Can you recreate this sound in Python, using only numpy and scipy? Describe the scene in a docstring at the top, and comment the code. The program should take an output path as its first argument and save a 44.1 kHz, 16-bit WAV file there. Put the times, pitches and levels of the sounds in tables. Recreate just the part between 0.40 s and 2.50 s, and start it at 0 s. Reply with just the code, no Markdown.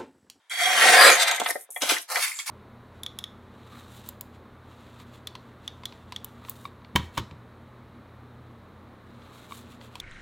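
"""Paper trimmer cutting card

A lever trimmer on a craft table cuts a strip of card: fibres snap ever harder under the blade and
ring the arm and the plastic bed. The blade scrapes down the steel edge and the lever knocks home.
Fingers brush the card, then the two halves are slid off and lifted, their edges ticking and singing.
A small dry room, a stereo microphone overhead."""
import sys
import numpy as np
from scipy import signal
from scipy.fft import rfft, irfft, next_fast_len
from scipy.io import wavfile
from scipy.ndimage import map_coordinates

SR = 44100
rng = np.random.default_rng(int(sys.argv[2]) if len(sys.argv) > 2 else 0)


def to_wav(s):
    """Save 16-bit WAV."""
    ch = np.atleast_2d(s).T  # columns
    pcm = np.round(np.clip(ch, -1, 1) * 32767)  # PCM
    wavfile.write(sys.argv[1], SR, pcm.astype(np.int16))


N = 92610


def amp(db):
    """Decibels to gain."""
    return 10 ** (np.asarray(db) / 20)


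def unit(x):
    """Scaled to rms 1."""
    return x / np.sqrt(np.mean(x ** 2) + 1e-20)


def along(points, hz):
    """Reads (Hz, value) points on a log frequency axis."""
    freqs, values = np.transpose(points)
    return np.interp(np.log(hz + 1), np.log(freqs + 1), values)


def curve(rows):
    """Automation from (s, value) points, one value per sample."""
    return np.interp(np.arange(N) / SR, *np.transpose(rows))


def gate(start, end, attack_s=0.0035, release_db_per_s=497):
    """Opens quickly at the start and dies away after the end."""
    t = np.arange(N) / SR
    return amp(-release_db_per_s * np.maximum(t - end, 0)) * np.clip((t - start) / attack_s, 0, 1)


def stroke(rows):
    """Gain of a movement from its (s, dB) points, gated at both ends."""
    return amp(curve(rows)) * gate(rows[0][0], rows[-1][0])


def crossfades(times):
    """Equal-power fades that each peak at one of the times."""
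    return [np.sin(np.pi / 2 * np.interp(np.arange(N) / SR, times, row)) for row in np.eye(len(times))]


def add(track, s, sound):
    """Mixes a sound in at time s."""
    i = round(s * SR)
    track[i:i + len(sound)] += sound[:max(N - i, 0)]


def filtered(x, response):
    """x times a complex response of frequency."""
    size = 2 * next_fast_len(N // 2 + 8192)
    return irfft(rfft(x, size) * response(np.fft.rfftfreq(size, 1 / SR)), size)[..., :N]


def coloured(x, points):
    """x through a minimum-phase EQ with the given (Hz, dB) shape."""
    def response(hz):
        cepstrum = irfft(np.log(amp(along(points, hz))))
        half = len(cepstrum) // 2
        cepstrum[1:half] *= 2
        cepstrum[half + 1:] = 0
        return np.exp(rfft(cepstrum))
    return filtered(x, response)


def resonance(x, hz, width_hz):
    """x through a steep-sided resonance, at rms 1."""
    return unit(filtered(x, lambda f: (1j * f * width_hz / (hz * hz - f * f + 1j * f * width_hz)) ** 2))


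def scatter(x, t60):
    """x smeared by a dense cluster of close reflections."""
    t = np.arange(SR // 8) / SR
    tail = rng.standard_normal(len(t)) * amp(-60 * t / t60) * (t > .0004)
    return signal.fftconvolve(x, tail / np.linalg.norm(tail))[:N]


def spread(x, t60, early_db, early_from_hz=970):
    """Stereo image: direct sound, the table's reflections in the treble, width growing with pitch."""
    # stereo width, side against direct sound: freq_hz, gain_db
    width = [(100, -13.5), (400, -14.5), (800, -14.5), (1500, -9.5), (3000, -5.5), (8000, -3.5),
             (14000, -2.5)]
    early = filtered(scatter(x, t60), lambda hz: 1 - 1 / (1 + (hz / early_from_hz) ** 2))
    mid = x + amp(early_db) * early
    side = filtered(scatter(x, t60), lambda hz: amp(along(width, hz)))
    return np.array([mid + side, mid - side]) / np.hypot(1, amp(early_db) / 2)


def pan(x, db):
    """Left louder than right by db."""
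    return x * amp(np.array([[.5], [-.5]]) * db)


def snaps(per_s, vary_db, hiss):
    """Random tiny impulses of uneven size over smooth friction noise."""
    chance, size, polarity = rng.random(N), rng.standard_normal(N), np.sign(rng.standard_normal(N))
    impulses = (chance < per_s / SR) * polarity * amp(vary_db * np.clip(size, -2, 2))
    return unit(unit(impulses) + hiss * rng.standard_normal(N))


def rub(colour, per_s, vary_db, hiss):
    """Steady stereo friction of rms 1: small slips through a surface's colour."""
    return unit(spread(coloured(snaps(per_s, vary_db, hiss), colour), t60=0.027, early_db=-3))


def clicks(rows, colour, t60):
    """A short burst of slips at each (s, dB) row."""
    track, t = np.zeros(N), np.arange(SR // 10) / SR
    for s, db in rows:
        add(track, s, amp(db - 60 * t / t60) * rng.standard_normal(len(t)))
    return spread(coloured(track, colour), t60=0.25, early_db=-8.5)


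def room_tone():
    """The room's steady noise, at rms 1."""
    # noise floor: freq_hz, gain_db
    colour = [(18, -81.5), (30, -56.5), (295, -16), (486, -13), (684, -5), (2060, -3.5), (2980, -14.5),
              (3310, 0), (4190, -16.5), (10200, -22.5), (16000, -42)]
    return unit(spread(coloured(rng.standard_normal(N), colour), t60=.03, early_db=-6.5))


def room_reverb(x):
    """A short tail; each frequency dies at its own speed."""
    # the room's decay: freq_hz, t60_s
    decay = [(200, 0.18), (2000, 0.15), (10000, 0.073)]
    hz, t, spectrum = signal.stft(rng.standard_normal((2, SR // 2)), SR, nperseg=256)
    tail = signal.istft(spectrum * amp(-60 * t / along(decay, hz)[:, None]), SR, nperseg=256)[1]
    return signal.fftconvolve(x, tail / np.linalg.norm(tail[0]), axes=1)[:, :N]


def card_whistle(half_width_hz=380):
    """The card's dragging edge sings thinly: a narrow band of friction that sinks in pitch."""
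    # the singing edge: time_s, pitch_hz, level_db
    glide = [(1.86, 7600, -38), (1.89, 7500, -50), (1.931, 7440, -47), (1.97, 7300, -40), (2.0, 7460, -41),
             (2.051, 7340, -56), (2.075, 7060, -46), (2.1, 6960, -58)]
    glide = np.array(glide)
    pitch_hz = curve(glide[:, :2])
    flutter = filtered(rng.standard_normal(N), lambda hz: 1 / (1 + (hz / half_width_hz) ** 2))
    tone = unit(flutter * np.sin(2 * np.pi * np.cumsum(pitch_hz) / SR))
    return spread(tone * stroke(glide[:, ::2]), t60=0.037, early_db=-15)


def card_ring():
    """Rubbing wakes the stiff card's resonance once it is off the bed."""
    # swell of the ring: time_s, level_db
    envelope = [(1.79, -42), (1.835, -29), (1.865, -32), (1.9, -42.5), (1.95, -47), (1.98, -58), (2.0, -38),
                (2.04, -70), (2.07, -50), (2.1, -37)]
    ring = resonance(snaps(per_s=1600, vary_db=6.3, hiss=.4), hz=2200, width_hz=460)
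    return spread(ring * stroke(envelope), t60=0.026, early_db=-9)


def finger_brush():
    """Fingers brush the card with a high, grainy hiss."""
    # finger strokes: time_s, level_db
    envelope = [(1.05, -47), (1.085, -35), (1.11, -25.5), (1.125, -47.5), (1.15, -41.5), (1.18, -54),
                (1.215, -43), (1.25, -54), (1.275, -100), (1.301, -88), (1.305, -34.5), (1.318, -45),
                (1.37, -42), (1.42, -47.5), (1.6, -49), (1.63, -43), (1.65, -61)]
    # skin on card: freq_hz, gain_db
    colour = [(1180, -78), (2000, -48.5), (3090, -23.5), (5350, -38), (5490, -18), (8480, -5), (11700, -2),
              (16000, -24)]
    return stroke(envelope) * rub(colour, per_s=4900, vary_db=20, hiss=0.71)


def card_slide():
    """The card slides over the bed with an even rasp."""
    # the push: time_s, level_db
    envelope = [(1.405, -52), (1.421, -23), (1.453, -31), (1.487, -29), (1.497, -20.5), (1.513, -19),
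                (1.559, -32.5), (1.565, -30.5), (1.639, -53.5), (1.665, -63.5)]
    # card on plastic: freq_hz, gain_db
    colour = [(100, -33.5), (200, -43), (300, -9.5), (500, -7), (720, 0), (1000, -4.5), (1600, -0.5),
              (2400, 1), (3300, 0.5), (4300, -5.5), (7000, -7.5), (11500, -7.5), (13500, -18),
              (15500, -22.5)]
    return pan(stroke(envelope) * rub(colour, per_s=2400, vary_db=0.5, hiss=0.47), db=1.3)


def card_lift():
    """Both halves are drawn away; their friction loses its bass as they leave the bed."""
    # the pull: time_s, level_db
    envelope = [(1.675, -69), (1.687, -40.5), (1.711, -29), (1.754, -27.5), (1.759, -27), (1.803, -31),
                (1.831, -23), (1.951, -43.5), (1.985, -45.5), (1.995, -36), (2.053, -52.5), (2.065, -32.5),
                (2.1, -32)]
    # card lying flat, then raised: freq_hz, gain_db
    flat = [(88, -68), (150, -49), (494, -5), (589, -0.5), (1040, 1), (1120, -3), (2100, -4.5),
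            (3420, -14.5), (4320, -5.5), (6510, -11), (11300, -9), (16000, -26.5)]
    raised = [(200, -54), (500, -28), (700, -16), (1000, -6.5), (1500, -2), (2150, -4.5), (3000, -6.5),
              (4000, -5), (6000, -5.5), (7500, -9.5), (8700, -5), (10800, -4), (13000, -13), (15500, -19)]
    # leaving the bed: flat_s, raised_s
    stages = [1.794, 1.807]
    # drift to the right and back: time_s, left_over_right_db
    drift = [(1.7, 0), (1.85, -1), (1.95, -1.5), (1.995, -7), (2.06, -0.5)]
    friction = sum(fade * rub(colour, per_s=1800, vary_db=5, hiss=0.34)
                   for fade, colour in zip(crossfades(stages), [flat, raised]))
    return pan(amp(-1.1) * stroke(envelope) * friction, db=curve(drift))


def card_ticks():
    """The card's edge ticks crisply as it is handled."""
    # edge ticks: start_s, level_db
    hits = [(1.087, -20), (1.099, -38.5), (1.108, -20), (1.420, -12.5), (1.492, -12.5), (1.509, -28.5),
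            (1.583, -22), (1.7565, -16.5), (1.989, -23), (2.066, -37)]
    # their crisp tone: freq_hz, gain_db
    colour = [(150, -56), (500, -37.5), (2000, -27), (4000, 4), (6000, 5.5), (11500, -17.5), (16000, -17)]
    return amp(-2) * clicks(hits, colour, t60=0.017)


def body_knocks(attack_s=0.0023, clatter_t60_s=0.051):
    """Each contact rings the body's modes around its own centre, with a short clatter."""
    # modes of the trimmer's body: pitch_hz, level_db, t60_s
    modes = [(302, -12.5, 0.12), (457, -3, 0.049), (536, 0, 0.033), (731, 4, 0.059), (948, 0.5, 0.05),
             (1210, -4.5, 0.042), (1270, -14, 0.13), (1835, -3.5, 0.053), (2033, 5, 0.037),
             (2350, -14, 0.081), (3330, 5.5, 0.024)]
    # lever, hand and card landing: start_s, level_db, centre_hz, width_octaves, clatter_db, decay_ratio
    hits = [(.981, -20.5, 2120, .3, -12, 0.67), (1.001, -28, 3420, 0.34, -31, 1.6),
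            (1.0, -28.5, 596, 1.43, 8, 0.95), (1.014, -16.5, 604, 1.2, 4, 0.62),
            (1.0595, -15.5, 1760, 1.25, -0.5, 0.81), (1.092, -15.5, 740, .3, -13.5, 0.34),
            (1.103, -18, 1860, 0.12, -6, 1.1), (1.108, -22.5, 497, 1.6, -5, 0.44),
            (1.155, -10, 554, 0.25, -7, 0.76), (1.156, -19.5, 1620, 0.32, -9.5, 0.68),
            (1.289, -53.5, 565, 0.94, 7, 1.6), (1.361, -22.5, 2230, 0.54, -15, 1.06),
            (1.362, -37, 715, 0.61, 3, 1.5), (1.421, -16.5, 290, 1.17, -8, 0.74),
            (1.432, -22.5, 300, 1.9, 3, 0.81), (1.519, -26, 414, 0.74, 6.5, 0.86),
            (1.494, -19, 2980, .4, 5, .7), (1.565, -26.5, 1880, .22, 5.5, 1),
            (1.756, -20, 2030, 0.53, 5.5, 0.86), (1.765, -22.5, 1360, 1.17, -1, 1.8),
            (1.915, -21, 2245, 0.14, 2, 0.54), (1.988, -41.5, 1150, 0.19, 7, 0.83),
            (1.988, -34, 3340, 0.22, -5.5, 2.6), (2.094, -18, 933, 0.097, 8, 0.33)]
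    track, t = np.zeros(N), np.arange(SR // 5) / SR
    hz = np.fft.rfftfreq(len(t), 1 / SR) + 1
    for s, db, centre_hz, octaves, clatter_db, decay_ratio in hits:
        def band(f):
            return 1 / (1 + (np.log2(f / centre_hz) / octaves) ** 4)
        ring = 0
        for pitch_hz, mode_db, t60 in modes:
            decay = amp(mode_db + rng.normal(0, 1) - 60 * t / (t60 * decay_ratio))
            ring += band(pitch_hz) * decay * np.sin(2 * np.pi * (pitch_hz * t + rng.random()))
        noise = unit(irfft(rfft(rng.standard_normal(len(t))) * band(hz), len(t)))
        clatter = noise * amp(clatter_db - 60 * t / (clatter_t60_s * decay_ratio))
        add(track, s, amp(db - 8) * (ring + clatter) * (1 - np.exp(-t / attack_s)))
    colour = [(60, -22.5), (220, 3.0), (5000, 6.5), (12000, -27)]  # freq_hz, gain_db
    return spread(coloured(track, colour), t60=0.0082, early_db=-11)


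def blade_scrape(treble_hz=3700):
    """Past the card the blade rubs the steel edge, brighter when pressed, and catches now and then."""
    # the blade's run down the edge: time_s, level_db, treble_db
    run = [(0.73, -57, 0), (0.77, -25.5, -0.5), (0.815, -24, 10.5), (0.832, -19.5, 8.5), (0.843, -24.5, 1),
           (0.865, -25.5, -3), (0.883, -20, 6), (0.904, -25.5, -4.5), (0.923, -23.5, -8),
           (0.972, -32.5, -8), (0.991, -35, -22), (1.05, -37.5, -14), (1.106, -31.5, -16),
           (1.138, -49, -2.5), (1.27, -70, -11.5)]
    # steel on steel: freq_hz, gain_db
    steel = [(100, -26.5), (200, -28.5), (400, -13.5), (700, 3.5), (950, -3), (1300, 3), (2300, 2),
             (2900, -4), (3300, -0.5), (5000, -10), (6000, -12.5), (9000, -14), (12000, -20.5),
             (15500, -37)]
    # the edge catches and slips: start_s, level_db
    catches = [(0.758, -19.5), (0.912, -13.5), (0.922, -28), (0.947, -22.5), (0.961, -19.5), (0.999, -17),
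               (1.036, -28), (1.045, -25.5)]
    # tone of a catch: freq_hz, gain_db
    catch_colour = [(200, -26), (1000, -24.5), (3500, 4), (5000, -10), (6700, 0), (9000, -3.5),
                    (10300, -12), (12000, -5.5), (16000, -31)]
    run = np.array(run)
    level, treble_gain = stroke(run[:, :2]), amp(curve(run[:, ::2]))
    friction = rub(steel, per_s=1800, vary_db=2, hiss=0.8)
    treble = filtered(friction, lambda hz: 1 - 1 / (1 + (hz / treble_hz) ** 4))
    rubbing = level * (friction + (treble_gain - 1) * treble)
    return pan(rubbing, db=1) + clicks(catches, catch_colour, t60=0.036)


def blade_bite():
    """The blade first bites the card with a thin steely tick."""
    # first contact: start_s, level_db
    hits = [(.097, -27)]
    # its steely tone: freq_hz, gain_db
    colour = [(300, -47), (1400, -29), (2100, -10), (2900, -24), (3310, 12.5), (3800, -33), (8000, -6.5),
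              (11500, -12), (13000, -31)]
    return clicks(hits, colour, t60=0.067)


def arm_judders(swell_s=0.0083):
    """Each judder of the arm swells the bed's hollow note and lets it die."""
    # booms of the bed: start_s, peak_db, pitch_hz
    booms = [(.131, -44.5, 714), (.211, -24.5, 710), (.265, -22, 740), (.298, -25.5, 754),
             (.356, -27.5, 734), (.451, -13.5, 769.5), (.491, -19.5, 731), (.533, -14, 739),
             (.562, -16.5, 739), (.587, -14.5, 728), (.692, -20, 720), (.779, -29, 713)]
    track, t = np.zeros(N), np.arange(SR // 8) / SR
    swell = (t / swell_s * np.exp(1 - t / swell_s)) ** 2
    for s, db, hz in booms:
        add(track, s, amp(db) * swell * np.sin(2 * np.pi * (hz * t + rng.random())))
    return pan(track, db=1.9)


def bed_rumble():
    """The hollow plastic bed rumbles under the cut."""
    # the bed's bass against the cut: time_s, level_db
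    envelope = [(0.1, -45), (0.2, -67), (0.23, -24), (0.35, -38), (0.45, -16), (0.62, -22.5), (0.73, -14),
                (0.78, -26)]
    # hollow plastic: freq_hz, gain_db
    colour = [(30, -23), (110, -29.5), (200, -11), (430, 11.5), (560, 9.0), (900, -28.5), (3000, -61.5)]
    rumble = coloured(snaps(per_s=1300, vary_db=5.5, hiss=1), colour)
    return pan(amp(curve(envelope)) * unit(spread(rumble, t60=0.023, early_db=-17.5)), db=2.5)


def arm_ring():
    """The travelling cutting point wakes one resonance of arm and blade after another, in mono."""
    # resonances of arm and blade: pitch_hz, width_hz, level_db, peak_s, reach_s
    modes = [(742.4, 51, -15, 0.49, 0.43), (584, 220, -15.5, .71, 0.11), (1156, 60, -18, 0.35, .2),
             (1302, 84, -13, .68, 0.11), (1675, 93, -7.5, .61, 0.12), (1903, 55, -4.5, 0.447, 0.051),
             (2072, 170, -9, 0.17, 0.21), (2383, 170, -4.5, 0.713, 0.04), (3082, 36, -11.5, .41, 0.078),
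             (3295, 120, -8.5, 0.14, 0.24), (3496, 170, -18.5, .57, .05), (4037, 57, -13.5, 0.698, 0.078),
             (4520, 120, -16, .16, .1), (4770, 240, -12, .63, 0.066), (5990, 110, -20, .21, 0.26),
             (6600, 600, -7.5, .74, .04), (8000, 870, -11.5, .66, .05), (8950, 810, -13.5, .51, .07),
             (10400, 900, -14.5, .41, .06)]
    t = np.arange(N) / SR
    shaking = snaps(per_s=1600, vary_db=0.5, hiss=0.81)
    return sum(amp(db) * np.exp(-((t - peak_s) / reach_s) ** 2) * resonance(shaking, hz, width_hz)
               for hz, width_hz, db, peak_s, reach_s in modes)


def fibre_cracks():
    """Tough bundles of fibres crack under the blade."""
    # bundles giving way: start_s, level_db
    hits = [(.456, -17.5), (.6, -18), (.648, -14.5), (.6655, -10), (.671, -9.5), (.7015, -4), (.7215, -17),
            (.738, -25.5)]
    # tone of a crack: freq_hz, gain_db
    colour = [(80, -36), (200, -18.5), (600, -8), (1700, 5.5), (3000, -0.5), (4800, 8), (15500, -12.5)]
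    return clicks(hits, colour, t60=0.0061)


def fibre_crunch(clumps_per_s=260, clump_db=1.2):
    """Fibres snap in clumps, changing colour as the cut travels away from the pivot."""
    # the cut near the pivot, midway and at the far edge: freq_hz, gain_db
    near = [(100, -41.5), (200, -31.5), (600, -13), (950, -10.5), (1200, -7.5), (2200, 4.5), (2750, -16),
            (3600, -11), (6000, -13.5), (11700, -13.5), (13000, -30), (15500, -29.5)]
    midway = [(100, -53), (200, -14), (400, -16), (700, -2.5), (950, -12), (1250, -1), (2100, -2),
              (2750, -8.5), (5500, -14), (9000, -17.5), (13000, -28.5), (15500, -31)]
    far = [(100, -45), (200, -22.5), (400, -9), (600, 4.5), (930, -3.5), (1300, 1.5), (2300, 0), (3200, -8),
           (4850, -9.5), (6100, -18.5), (8700, -13), (11000, -12), (15500, -31.5)]
    # when each colour leads: near_s, midway_s, far_s
    stages = [0.12, 0.53, 0.61]
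    t = np.arange(N) / SR
    clumps = amp(clump_db * map_coordinates(rng.standard_normal(N), [t * clumps_per_s], order=1))
    fibres = unit(snaps(per_s=1600, vary_db=0.5, hiss=0.55) * clumps)
    return sum(fade ** 2 * unit(spread(coloured(fibres, colour), t60=.06, early_db=1))
               for fade, colour in zip(crossfades(stages), [near, midway, far]))


def blade_cut():
    """The growing force of the blade drives the fibres, the arm and the bed together."""
    # force of the cut: time_s, level_db
    force = [(0.1, -46), (0.114, -32.5), (0.168, -32), (0.224, -22), (0.348, -20.5), (0.466, -14),
             (0.504, -14), (0.68, -11), (0.78, -23.5)]
    crunch, ring, rumble = fibre_crunch(), arm_ring(), bed_rumble()
    layers = amp(-1.5) * crunch + spread(ring, t60=.02, early_db=-15.5) + rumble
    return layers * amp(curve(force)) * gate(start=0.1016, end=0.765)


def scene():
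    """Cut, scrape, knocks and card handling in the room, over faint room tone."""
    direct = blade_bite() + blade_cut() + fibre_cracks() + arm_judders()
    direct += card_ring() + blade_scrape() + body_knocks()
    direct += finger_brush() + card_slide() + card_lift() + card_ticks() + card_whistle()
    return direct + amp(-67.5) * room_tone() + amp(-8.5) * room_reverb(direct)


def record(dry, low_cut_hz=214, top_hz=15850):
    """The microphone sheds the deep bass, peaks are rounded at full scale, the very top is cut off."""
    thin = signal.sosfilt(signal.butter(2, low_cut_hz, "high", fs=SR, output="sos"), dry)
    rounded = thin / (1 + np.abs(thin) ** 12) ** (1 / 12)
    return filtered(rounded, lambda hz: hz < top_hz)


dry = scene()
out = record(dry)
to_wav(out)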